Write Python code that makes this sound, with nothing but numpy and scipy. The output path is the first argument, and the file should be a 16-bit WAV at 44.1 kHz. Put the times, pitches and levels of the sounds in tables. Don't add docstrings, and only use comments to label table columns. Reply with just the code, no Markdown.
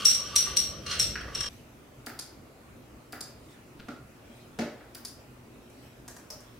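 import sys
import numpy as np
from scipy import signal
from scipy.fft import rfft
from scipy.io import wavfile
from scipy.ndimage import uniform_filter1d

SR = 44100
rng = np.random.default_rng(int(sys.argv[2]) if len(sys.argv) > 2 else 0)


def volts_from_db(level):
    exponent = np.asarray(level, float) / 20
    return 10 ** exponent


def unload_audio(sound):
    columns = np.transpose(np.atleast_2d(sound))
    steps = np.round(np.clip(columns, -1, 1) * 32767)
    wavfile.write(sys.argv[1], SR, steps.astype(np.int16))


N = 290619


def evened(x):
    return x / np.sqrt(np.mean(x ** 2) + 1e-20)


def read(points, hz):
    f, value = np.transpose(points)
    return np.interp(np.log(hz + 1), np.log(f + 1), value)


def bumps(modes, hz):
    return sum(db * np.exp(-(2 * (hz - f) / width) ** 2) for f, width, db in modes)


def causal(db):
    log_gain = np.log(volts_from_db(np.maximum(db, -90)))
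    full = np.concatenate([log_gain, log_gain[-2:0:-1]])
    return np.fft.ifft(np.exp(np.conj(signal.hilbert(full)))).real[:len(db) // 2]


def resonate(x, hz, width):
    b, a = signal.iirpeak(hz, hz / width, SR)
    return signal.lfilter(b, a, x)


def swells(events, rise_db_per_s, fall_db_per_s, rest_db):
    t, power = np.arange(N) / SR, volts_from_db(2 * rest_db)
    for s, hold, db in events:
        away_db = rise_db_per_s * np.maximum(s - t, 0) + fall_db_per_s * np.maximum(t - s - hold, 0)
        power = power + volts_from_db(2 * (db - away_db))
    return np.sqrt(power)


def likeness(side_db, hz):
    side = volts_from_db(2 * read(side_db, hz))
    return ((1 - side) / (1 + side))[:, None]


def hum(lines):
    return sum(volts_from_db(db) * evened(resonate(rng.standard_normal(N), f, width)) for f, width, db in lines)


# pitch_hz, side_minus_mid_db
NOISE_SIDE = [(60, -40), (130, -13), (290, -9), (640, -4), (1410, -0.5), (3100, -1), (6820, -1),
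              (15000, -2.5)]


def hiss(colour, patchy_db):
    frames, hz = N // 512 + 5, np.fft.rfftfreq(2048, 1 / SR)
    a, b, c, d, patches = rng.standard_normal((frames, 1025, 5)).T
    patches = uniform_filter1d(patches, size=20, axis=0)
    patches = evened(uniform_filter1d(patches, size=8, axis=1))
    same, left = likeness(NOISE_SIDE, hz), a + 1j * b
    right = same * left + np.sqrt(1 - same ** 2) * (c + 1j * d)
    z = np.array([left, right]) * volts_from_db(read(colour, hz)[:, None] + patchy_db * patches)
    return evened(signal.istft(z, nperseg=2048, noverlap=1536)[1][:, :N])


# pitch_hz, time_to_fall_60_db_s
WALL_DECAY = [(200, 0.35), (600, 0.65), (1500, 0.54), (4000, 0.49), (6000, 0.44), (10000, 0.31),
              (15000, 0.47)]
# pitch_hz, side_minus_mid_db
ECHO_SIDE = [(60, -20.5), (130, -25.5), (290, -12), (640, -14), (1410, -9.5), (3100, -4.5), (6820, -0.5),
             (15000, -4)]


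def room():
    taps = np.zeros((2, 30000))
    at = np.arange(120, 29980, 20) + rng.integers(0, 20, (2, 1493))
    np.put_along_axis(taps, at, rng.choice([-1., 1.], at.shape), 1)
    hz, t, z = signal.stft(taps, SR, nperseg=256)
    same = likeness(ECHO_SIDE, hz)
    z = np.array([z[0], same * z[0] + np.sqrt(1 - same ** 2) * z[1]])
    fade_db = -60 * t / read(WALL_DECAY, hz)[:, None]
    tail = signal.istft(z * volts_from_db(fade_db), SR, nperseg=256)[1]
    build_s = 0.014
    tail = tail * np.tanh(np.arange(tail.shape[1]) / SR / build_s)
    return tail / np.linalg.norm(tail[0])


# delay_ms, level_db
NEAR_ECHOES = [(4.1, 0.5), (9.3, -21), (13.5, -10), (20.5, -9.5), (31.0, -10)]


def struck_paths(contact_ms, wet_db, rebound_ms, rebound_db):
    paths = volts_from_db(wet_db) * room()
    paths[:, 0] = 1
    for (ms, echo_db), apart in zip(NEAR_ECHOES, rng.integers(0, 12, (len(NEAR_ECHOES), 2))):
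        paths[[0, 1], round(ms * SR / 1000) + apart] += volts_from_db(echo_db)
    t = np.arange(800) / SR
    chatter = rng.standard_normal(len(t)) * np.exp(-(t * 1000 / contact_ms) ** 3) * np.tanh(t / 0.001)
    rebound = np.roll(chatter[::-1], round((contact_ms + rebound_ms) * SR / 1000))
    chatter = chatter + volts_from_db(rebound_db) * rebound
    return signal.fftconvolve(paths, chatter[None], axes=1)


STRAW_REST_HZ, SPOT_HOLD_S = 5650, 0.15


def blows(events, colour, pivot_hz, contact_ms, wet_db, gaps=(), lead_ms=0, lead_db=-90,
          pitch=((0, STRAW_REST_HZ),), spots=(), size=19, rebound_ms=0, rebound_db=-90, damp_db_per_s=0):
    hz, out = np.fft.rfftfreq(4096, 1 / SR), np.zeros((2, N + SR))
    lead = round(lead_ms * SR / 1000)
    body_db = read(colour, hz) + bumps(gaps, hz)
    for s, db, tilt_db, pan_db in events:
        paths = struck_paths(contact_ms, wet_db, rebound_ms, rebound_db)
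        sunk_hz = STRAW_REST_HZ - np.interp(s, *np.transpose(pitch))
        colour_db = np.interp(hz + sunk_hz, hz, body_db) + tilt_db * np.log2((hz + 50) / pivot_hz)
        here = [mode for at, *mode in spots if 0 <= s - at < SPOT_HOLD_S]
        colour_db = colour_db + bumps(here, hz)
        chance = uniform_filter1d(abs(rfft(paths[:, :4096].mean(0))) ** 2, size=size)
        uneven_db = 10 * np.log10(chance / np.median(chance))
        touch = volts_from_db(lead_db) * causal(np.minimum(colour_db, -14.) - uneven_db)
        ring = np.pad(causal(colour_db - uneven_db), (lead, 0)) + np.pad(touch, (0, lead))
        sound = signal.fftconvolve(ring[None], paths, axes=1)
        sound *= volts_from_db(-damp_db_per_s * np.arange(sound.shape[1]) / SR)
        sound *= volts_from_db(db - 10.0) / np.sqrt(np.mean(sound[:, :2000] ** 2))
        start = max(round(s * SR) - lead, 0)
        out[:, start:start + sound.shape[1]] += sound * volts_from_db([[pan_db / 2], [-pan_db / 2]])
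    return out[:, :N]


# full_effort_s, hold_s, level_db
STIR_STROKES = [
    (0.0, 0.0, -28),
    (0.25, 0.28, -40),
    (0.91, 0, -27.5),
    (1.36, 0.032, -38.5),
]
# pitch_hz, width_hz, level_db
DRINK_MODES = [(1148, 50, -10.5), (1464, 63, 11), (2810, 48.2, 5.5), (3034, 140, 16), (3732, 64, -6),
               (3582, 25.8, -16.5), (4275, 49, 5), (4800, 20, -32)]
# pitch_hz, level_db (per Hz)
SCRAPE_COLOUR = [(530, -17.5), (900, -36.5), (1150, -1), (1870, -1.5), (2920, -5), (3830, -4), (5850, 1.5),
                 (7150, -17), (8940, -9), (13200, -38), (15000, -23)]


def stirring():
    slips = volts_from_db(3.5 * np.minimum(rng.exponential(1, N), 4)) * (rng.random(N) < 1500 / SR)
    slips = slips * rng.choice([-1., 1.], N) + 0.31 * rng.standard_normal(N)
    rings = sum(volts_from_db(db) * evened(resonate(slips, f, 2.6 * width)) for f, width, db in DRINK_MODES)
    rasp = signal.oaconvolve(slips, causal(read(SCRAPE_COLOUR, np.fft.rfftfreq(2048, 1 / SR))))[:N]
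    effort = swells(STIR_STROKES, rise_db_per_s=345.5, fall_db_per_s=189.5, rest_db=-52.5)
    dry = effort * evened(volts_from_db(6.0) * evened(rings) + evened(rasp))
    return volts_from_db(-7.5) * dry + volts_from_db(-6.0) * signal.fftconvolve(dry[None], room(), axes=1)[:, :N]


# crest_s, hold_s, level_db
LIQUID_WAVES = [(0.0, 0.0, -31.5), (0.224, 0.0, -39.5), (0.336, 0.019, -40.5), (0.464, 0.036, -49),
                (0.734, 0.0, -47.5), (0.9, 0.041, -42.5), (1.298, 0.0, -53), (1.444, 0.0, -38)]


def slosh():
    left, apart = rng.standard_normal((2, N))
    air = np.array([left, left + 0.52 * apart])
    for _ in range(2):
        air = resonate(air, 1165, 110)
    swirl = swells(LIQUID_WAVES, rise_db_per_s=225.5, fall_db_per_s=190.5, rest_db=-60)
    return volts_from_db(-5.0) * swirl * evened(air)


# time_s, level_db
RUMBLE_SWELL = [(0, -2), (.25, -3), (.5, -0.5), (.9, 1.5), (1.2, 1.5), (1.49, -2)]


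def rumble_gain():
    s, db = np.transpose(RUMBLE_SWELL)
    return volts_from_db(np.interp(np.arange(N) / SR, s, db))


# pitch_hz, level_db (per Hz)
DRINK_AIR = [(15, -35), (30, -16.5), (76, 1), (206, -9), (354, -9.5), (545, -8.5), (988, -24.5),
             (1160, -18), (4250, -32.5), (4870, -35), (5730, -20), (6560, -37.5), (16000, -40.5)]


def drink_air():
    air = volts_from_db(-45) * hiss(DRINK_AIR, 0.89)
    low = signal.sosfiltfilt(signal.butter(2, 600, fs=SR, output="sos"), air)
    return air + (rumble_gain() - 1) * low


# pitch_hz, width_hz, level_db
MOTOR_LINES = [(59.6, 2.8, -53.5), (75.8, 6.8, -61), (153, 8.7, -62.5), (204, 10, -55)]


def motor():
    return rumble_gain() * hum(MOTOR_LINES)


# start_s, level_db, brightness_db (per octave), left_minus_right_db
STRAW_CLINKS = [(0.0522, -7.5, 3, 2.5), (0.079, -15, -0.5, -6.5), (0.098, -20, 5, 9),
                (0.1115, -17, -0.5, 1), (0.1478, -22.5, -1, -1), (0.3598, -9.5, 1.6, 1.5),
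                (0.5685, -11.5, 1.1, 1.5), (0.996, -13, 0.5, 0.5), (1.349, -23.5, -3.5, 1),
                (1.405, -23, -1.5, 1), (1.459, -32, -5.5, -1)]
# pitch_hz, level_db (per Hz)
GLASS_COLOUR = [(1200, -36), (2100, -20.5), (2750, -20.5), (4300, -11.5), (4800, -19), (5350, -9),
                (5620, 7), (5850, -6), (6400, -13.5), (7600, -16.5), (8200, -13.5), (10200, -19.5),
                (13500, -27.5), (16000, -39.5)]
# pitch_hz, width_hz, level_db
GLASS_MODES = [(2800, 86, 7), (4270, 63, 3), (5057, 300, -25), (5590, 18, 1), (5630, 25, 3), (6000, 40, 0),
               (6080, 44, -0.5), (6750, 500, -26), (11040, 950, -16.5), (12550, 400, -13.5),
               (14600, 430, -11)]
# time_s, pitch_hz
STRAW_DEPTH = [(0.0, 5640), (0.2, 5670), (0.36, 5740), (0.57, 5690), (1.0, 5564), (1.35, 5590),
               (1.49, 5500)]
# start_s, pitch_hz, width_hz, level_db
STRAW_SPOTS = [(0.05, 5560, 60, 8), (0.05, 5640, 70, -1), (0.05, 5910, 200, 7), (0.05, 6450, 200, 7),
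               (0.355, 5700, 80, -4), (0.355, 5860, 120, 4), (0.355, 5300, 150, 9), (0.565, 5615, 50, 4),
               (0.565, 5660, 50, -8), (0.565, 5800, 50, 6), (0.565, 5530, 150, 1), (0.99, 5490, 70, 4),
               (0.99, 5520, 60, -8.5), (0.99, 5760, 90, 4)]


def clinks():
    return blows(STRAW_CLINKS, GLASS_COLOUR, 5600, contact_ms=4.4, wet_db=3.0, gaps=GLASS_MODES,
                 lead_ms=4.3, lead_db=-8.5, pitch=STRAW_DEPTH, spots=STRAW_SPOTS, size=13)


# start_s, level_db, brightness_db (per octave), left_minus_right_db
ICE_HITS = [
    (0.4641, -30, 0.0, -0.28),
    (1.2765, -38.5, 0.0072, -1.5),
]
ICE_CHINKS = [(1.409, -34, -2, 0.0), (1.438, -33.5, -2.5, 0.0), (1.459, -34, 2, 0.0),
              (0.834, -50, 0.0, 0.0), (0.906, -40, 7, 0.0), (0.951, -40, 5, 0.0), (1.21, -43, 7, 0.0)]
ICE_GRAZES = [
    (0.8622, -28.5, 0.0, 0.45),
    (0.9113, -24, 0.0063, -0.58),
]
ICE_KNOCKS = [
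    (1.1549, -27, 0.0, -0.91),
    (1.2114, -37.5, 0.015, 0.0),
]
# pitch_hz, level_db (per Hz)
CUBE_COLOUR = [(470, -70), (800, -34), (1020, -18), (1090, -17), (1150, 2.5), (1300, -29), (2000, -15.5),
               (2600, -53), (4400, -120)]
# pitch_hz, level_db (per Hz)
KNOCK_COLOUR = [(530, -49), (900, -15), (1150, -12), (1420, 0), (1760, 1.5), (2050, -7.5), (2830, -8.5),
                (3650, -33), (4500, -12), (5850, -36), (9900, -120)]
# pitch_hz, width_hz, level_db
CUBE_MODES = [(2800, 180, 16), (3210, 230, 23.5), (1710, 400, 9)]
# pitch_hz, width_hz, level_db
GRAZE_MODES = [(1400, 170, 4), (2814, 61, 20.5), (4200, 250, 13), (3540, 370, -6), (5130, 270, -11)]


def ice():
    hits = blows(ICE_HITS, CUBE_COLOUR, 1200, contact_ms=6.5, wet_db=0.5)
    chinks = blows(ICE_CHINKS, SCRAPE_COLOUR, 3000, contact_ms=3.6, wet_db=-4.0, gaps=CUBE_MODES)
    grazes = blows(ICE_GRAZES, SCRAPE_COLOUR, 4000, contact_ms=8.4, wet_db=5.0, gaps=GRAZE_MODES)
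    knocks = blows(ICE_KNOCKS, KNOCK_COLOUR, 1800, contact_ms=4.1, wet_db=2.5)
    return hits + chinks + grazes + knocks


# pitch_hz, level_db (per Hz)
DESK_AIR = [(15, -21), (25, -33), (59, 1.5), (92, -13), (123, 4), (157, -10.5), (270, -4), (405, -9),
            (659, -11), (796, -15), (1400, -17), (1610, -22), (2550, -21.5), (3160, -28.5), (16000, -35.5)]
# pitch_hz, width_hz, level_db
MAINS_LINES = [(60.3, 2.5, -77), (115.4, 5.5, -67), (239.8, 9.7, -63.5), (357.5, 2.1, -67.5)]


def desk_air():
    return volts_from_db(-52) * hiss(DESK_AIR, 1.57) + hum(MAINS_LINES)


# full_contact_s, hold_s, level_db
SLEEVE_BRUSHES = [
    (1.49, 0.047, -57),
    (3.52, 0.0, -59.5),
    (4.37, 0.0, -60),
    (5.85, 0.014, -59.5),
    (6.45, 0.12, -64.5),
]
# pitch_hz, level_db (per Hz)
CLOTH_COLOUR = [(800, -25), (1500, 0), (3000, 1), (5200, -4), (10000, -7.5), (16000, -15)]


def sleeve():
    contact = swells(SLEEVE_BRUSHES, rise_db_per_s=82, fall_db_per_s=84, rest_db=-69.5)
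    return contact * hiss(CLOTH_COLOUR, 4.5)


# start_s, level_db, brightness_db (per octave), left_minus_right_db
BUTTON_PRESSES = [
    (2.0622, -35.5, 0.00053, 1.5),
    (3.1233, -38.5, 0.016, 2.0),
    (4.9473, -37.5, 0.0052, 1.1),
]
SHELL_STOPS = [
    (2.0672, -32.5, 0.02, -0.5),
    (3.1295, -33.5, 0.0048, 0.0),
    (4.807, -46, 0.0026, 0.058),
    (4.954, -44.5, 0.0094, -0.46),
]
BUTTON_RELEASES = [
    (2.1898, -30, 0.0044, 1.0),
    (3.2066, -31, 0.0061, 1.0),
    (5.049, -31.5, 0.0, 1.3),
]
FINAL_CLICK = [
    (6.3022, -33, 0.0038, 0.78),
]
# pitch_hz, level_db (per Hz)
PRESS_COLOUR = [(1500, -73), (2500, -6), (4000, -3.5), (6500, -8.5), (9000, -8.5), (12000, -7), (15000, -6),
                (16000, -10)]
SHELL_COLOUR = [(88, -57), (150, -27), (253, 12), (469, 1), (780, 5.5), (1040, -8.5), (1330, 7),
                (1960, 1.5), (2920, -12), (4000, -24), (5200, -43), (8800, -120)]
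RELEASE_COLOUR = [(1500, -21.5), (2900, -29), (3600, -17.5), (5300, -17), (8000, -22.5), (10800, -19),
                  (12200, -25), (14500, -24), (16000, -39)]
FINAL_COLOUR = [(240, -33), (400, -18), (616, 3.5), (719, -10), (979, -6), (1630, -16), (1760, -16),
                (3640, -22), (5270, -3), (7400, -15), (16000, -19)]
# pitch_hz, width_hz, level_db
BUTTON_MODES = [(4460, 310, 5), (4880, 700, 11), (5860, 390, 5.5), (6630, 300, 6.5), (7480, 300, 7.5),
                (8700, 400, 7.5), (10020, 870, 8.5), (11300, 350, 0), (13600, 500, 0)]
# start_s, pitch_hz, width_hz, level_db
BUTTON_BENDS = [(2.05, 10700, 504, -6), (2.05, 15300, 900, 2), (2.05, 4800, 600, -2.5),
                (2.18, 11500, 1200, -4.5), (2.18, 15300, 1500, -6), (3.11, 7060, 500, 1),
                (3.11, 15300, 900, 4.5), (3.11, 4900, 500, 2), (3.2, 7540, 503, 6.5), (4.93, 5400, 700, 4),
                (4.93, 4460, 300, -2), (4.93, 10450, 600, 4), (4.93, 15200, 900, 6)]


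def mouse():
    press_modes = [(f, width, 0.93 * db) for f, width, db in BUTTON_MODES]
    presses = blows(BUTTON_PRESSES, PRESS_COLOUR, 7000, contact_ms=4.9, wet_db=2.0,
                    spots=BUTTON_BENDS, gaps=press_modes)
    stops = blows(SHELL_STOPS, SHELL_COLOUR, 1200, contact_ms=4.3, wet_db=3.5)
    releases = blows(BUTTON_RELEASES, RELEASE_COLOUR, 6000, contact_ms=6.3, wet_db=1.5,
                     damp_db_per_s=10, gaps=BUTTON_MODES, spots=BUTTON_BENDS)
    final = blows(FINAL_CLICK, FINAL_COLOUR, 5000, contact_ms=6.7, wet_db=4.5,
                  gaps=[(5460, 830, 3.)], damp_db_per_s=34)
    return presses + stops + releases + final


# start_s, level_db, brightness_db (per octave), left_minus_right_db
PEN_NUDGES = [
    (3.7925, -41, -0.2, .3),
    (3.842, -55, -1.7, .3),
]
DESK_TAPS = [
    (3.884, -29, 0.005, -0.5),
]
PALM_THUMP = [
    (4.588, -24, 0.0038, 0.0),
]
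FINGER_LANDING = [
    (4.606, -30, -2.7, 0.0),
]
SMALL_TICKS = [
    (5.697, -57, 4.5, -0.6),
    (6.0785, -37, 1, 0.47),
    (6.164, -42.5, 0.48, .6),
    (6.404, -50, 2.1, .6),
]
# pitch_hz, level_db (per Hz)
PEN_COLOUR = [(250, 7.5), (800, -29), (1400, 5), (2000, -6), (2600, -1), (3400, -6), (4500, -6.5),
              (6000, -18), (9000, -30), (16000, -26)]
DESK_COLOUR = [(59, -42), (100, -13), (250, 4.5), (510, -12), (798, -11), (959, -22.5), (1400, -3),
               (1620, -18), (1960, -17.5), (2820, -24.5), (5090, -28), (13000, -47)]
PALM_COLOUR = [(47, -47.5), (80, -17), (180, -11.5), (250, -12), (380, -10.5), (500, -11), (592, -6.5),
               (1050, -25), (1390, -19), (2520, -24.5), (3190, -30), (4780, -28), (13000, -47.5)]
TICK_COLOUR = [(240, -38), (400, -5), (481, -22), (528, 5.5), (949, 5), (1180, 2.5), (1350, -1.5),
               (1700, 5.5), (2300, -8.5), (3580, -9), (6340, -1), (14800, -13.5), (16000, -32)]


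def hand():
    nudges = blows(PEN_NUDGES, PEN_COLOUR, 2600, contact_ms=2.5, wet_db=0.5, rebound_ms=6.0, rebound_db=9.0)
    taps = blows(DESK_TAPS, DESK_COLOUR, 600, contact_ms=5.4, wet_db=6.0, damp_db_per_s=34)
    thump = blows(PALM_THUMP, PALM_COLOUR, 600, contact_ms=6.7, wet_db=4.5)
    fingers = blows(FINGER_LANDING, PALM_COLOUR, 400, contact_ms=16.0, wet_db=1.0)
    ticks = blows(SMALL_TICKS, TICK_COLOUR, 3000, contact_ms=6.5, wet_db=3.0)
    return nudges + taps + thump + fingers + ticks


# pitch_hz, level_db, time_to_fall_60_db_s
BOARD_MODES = [(231.7, 0.5, 0.29), (285, -8.5, .4), (339, -7, .3), (409, -10.5, 0.23), (581, -8.5, 0.21),
               (643, -7, .12), (720, -7, 0.082)]
# start_s, level_db
BOARD_BLOWS = [
    (4.59, -26),
    (3.886, -39),
    (4.3, -50.5),
]


def board():
    t, out = np.arange(SR // 2) / SR, np.zeros(N + SR)
    ring = np.zeros(len(t))
    for hz, db, t60 in BOARD_MODES:
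        ring += volts_from_db(db - 60 * t / t60) * np.sin(2 * np.pi * (hz * t + rng.random()))
    ring *= np.tanh(t / 0.009)
    for s, db in BOARD_BLOWS:
        start = round(s * SR)
        out[start:start + len(t)] += volts_from_db(db) * ring
    return out[:N]


def scene():
    change_s, blend_s = 1.488, 0.0014
    second = np.clip((np.arange(N) / SR - change_s) / blend_s, 0, 1)
    drink = stirring() + slosh() + drink_air() + motor() + clinks() + ice()
    desk = desk_air() + sleeve() + mouse() + hand() + board()
    return (1 - second) * drink + second * desk


def roll_off(x):
    return signal.sosfilt(signal.butter(12, 16630, fs=SR, output="sos"), x)


def record(dry):
    hz, _, z = signal.stft(dry, SR, nperseg=1024)
    power = uniform_filter1d((abs(z) ** 2).mean(0), size=5, axis=0)
    band_db = 10 * np.log10(uniform_filter1d(power, size=3, axis=1) + 1e-20)
    loudest_db = band_db[hz > 3000].max(0)
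    steady = loudest_db - np.roll(loudest_db, 2) < 8
    depth_db = np.interp(hz, [7000, 9000, 14300, 14400], [32, 39, 41, 27])[:, None]
    masked = (band_db < loudest_db - depth_db) & (hz[:, None] > 4800) & steady
    top_gain = np.where(hz > 15850, volts_from_db(-31.0), 1) * (hz < 16550)
    z = z * np.where(masked, .02, 1) * top_gain[:, None]
    mix = signal.istft(z, SR, nperseg=1024)[1][:, :N]
    return roll_off(mix)


dry = scene()
out = record(dry)
unload_audio(out)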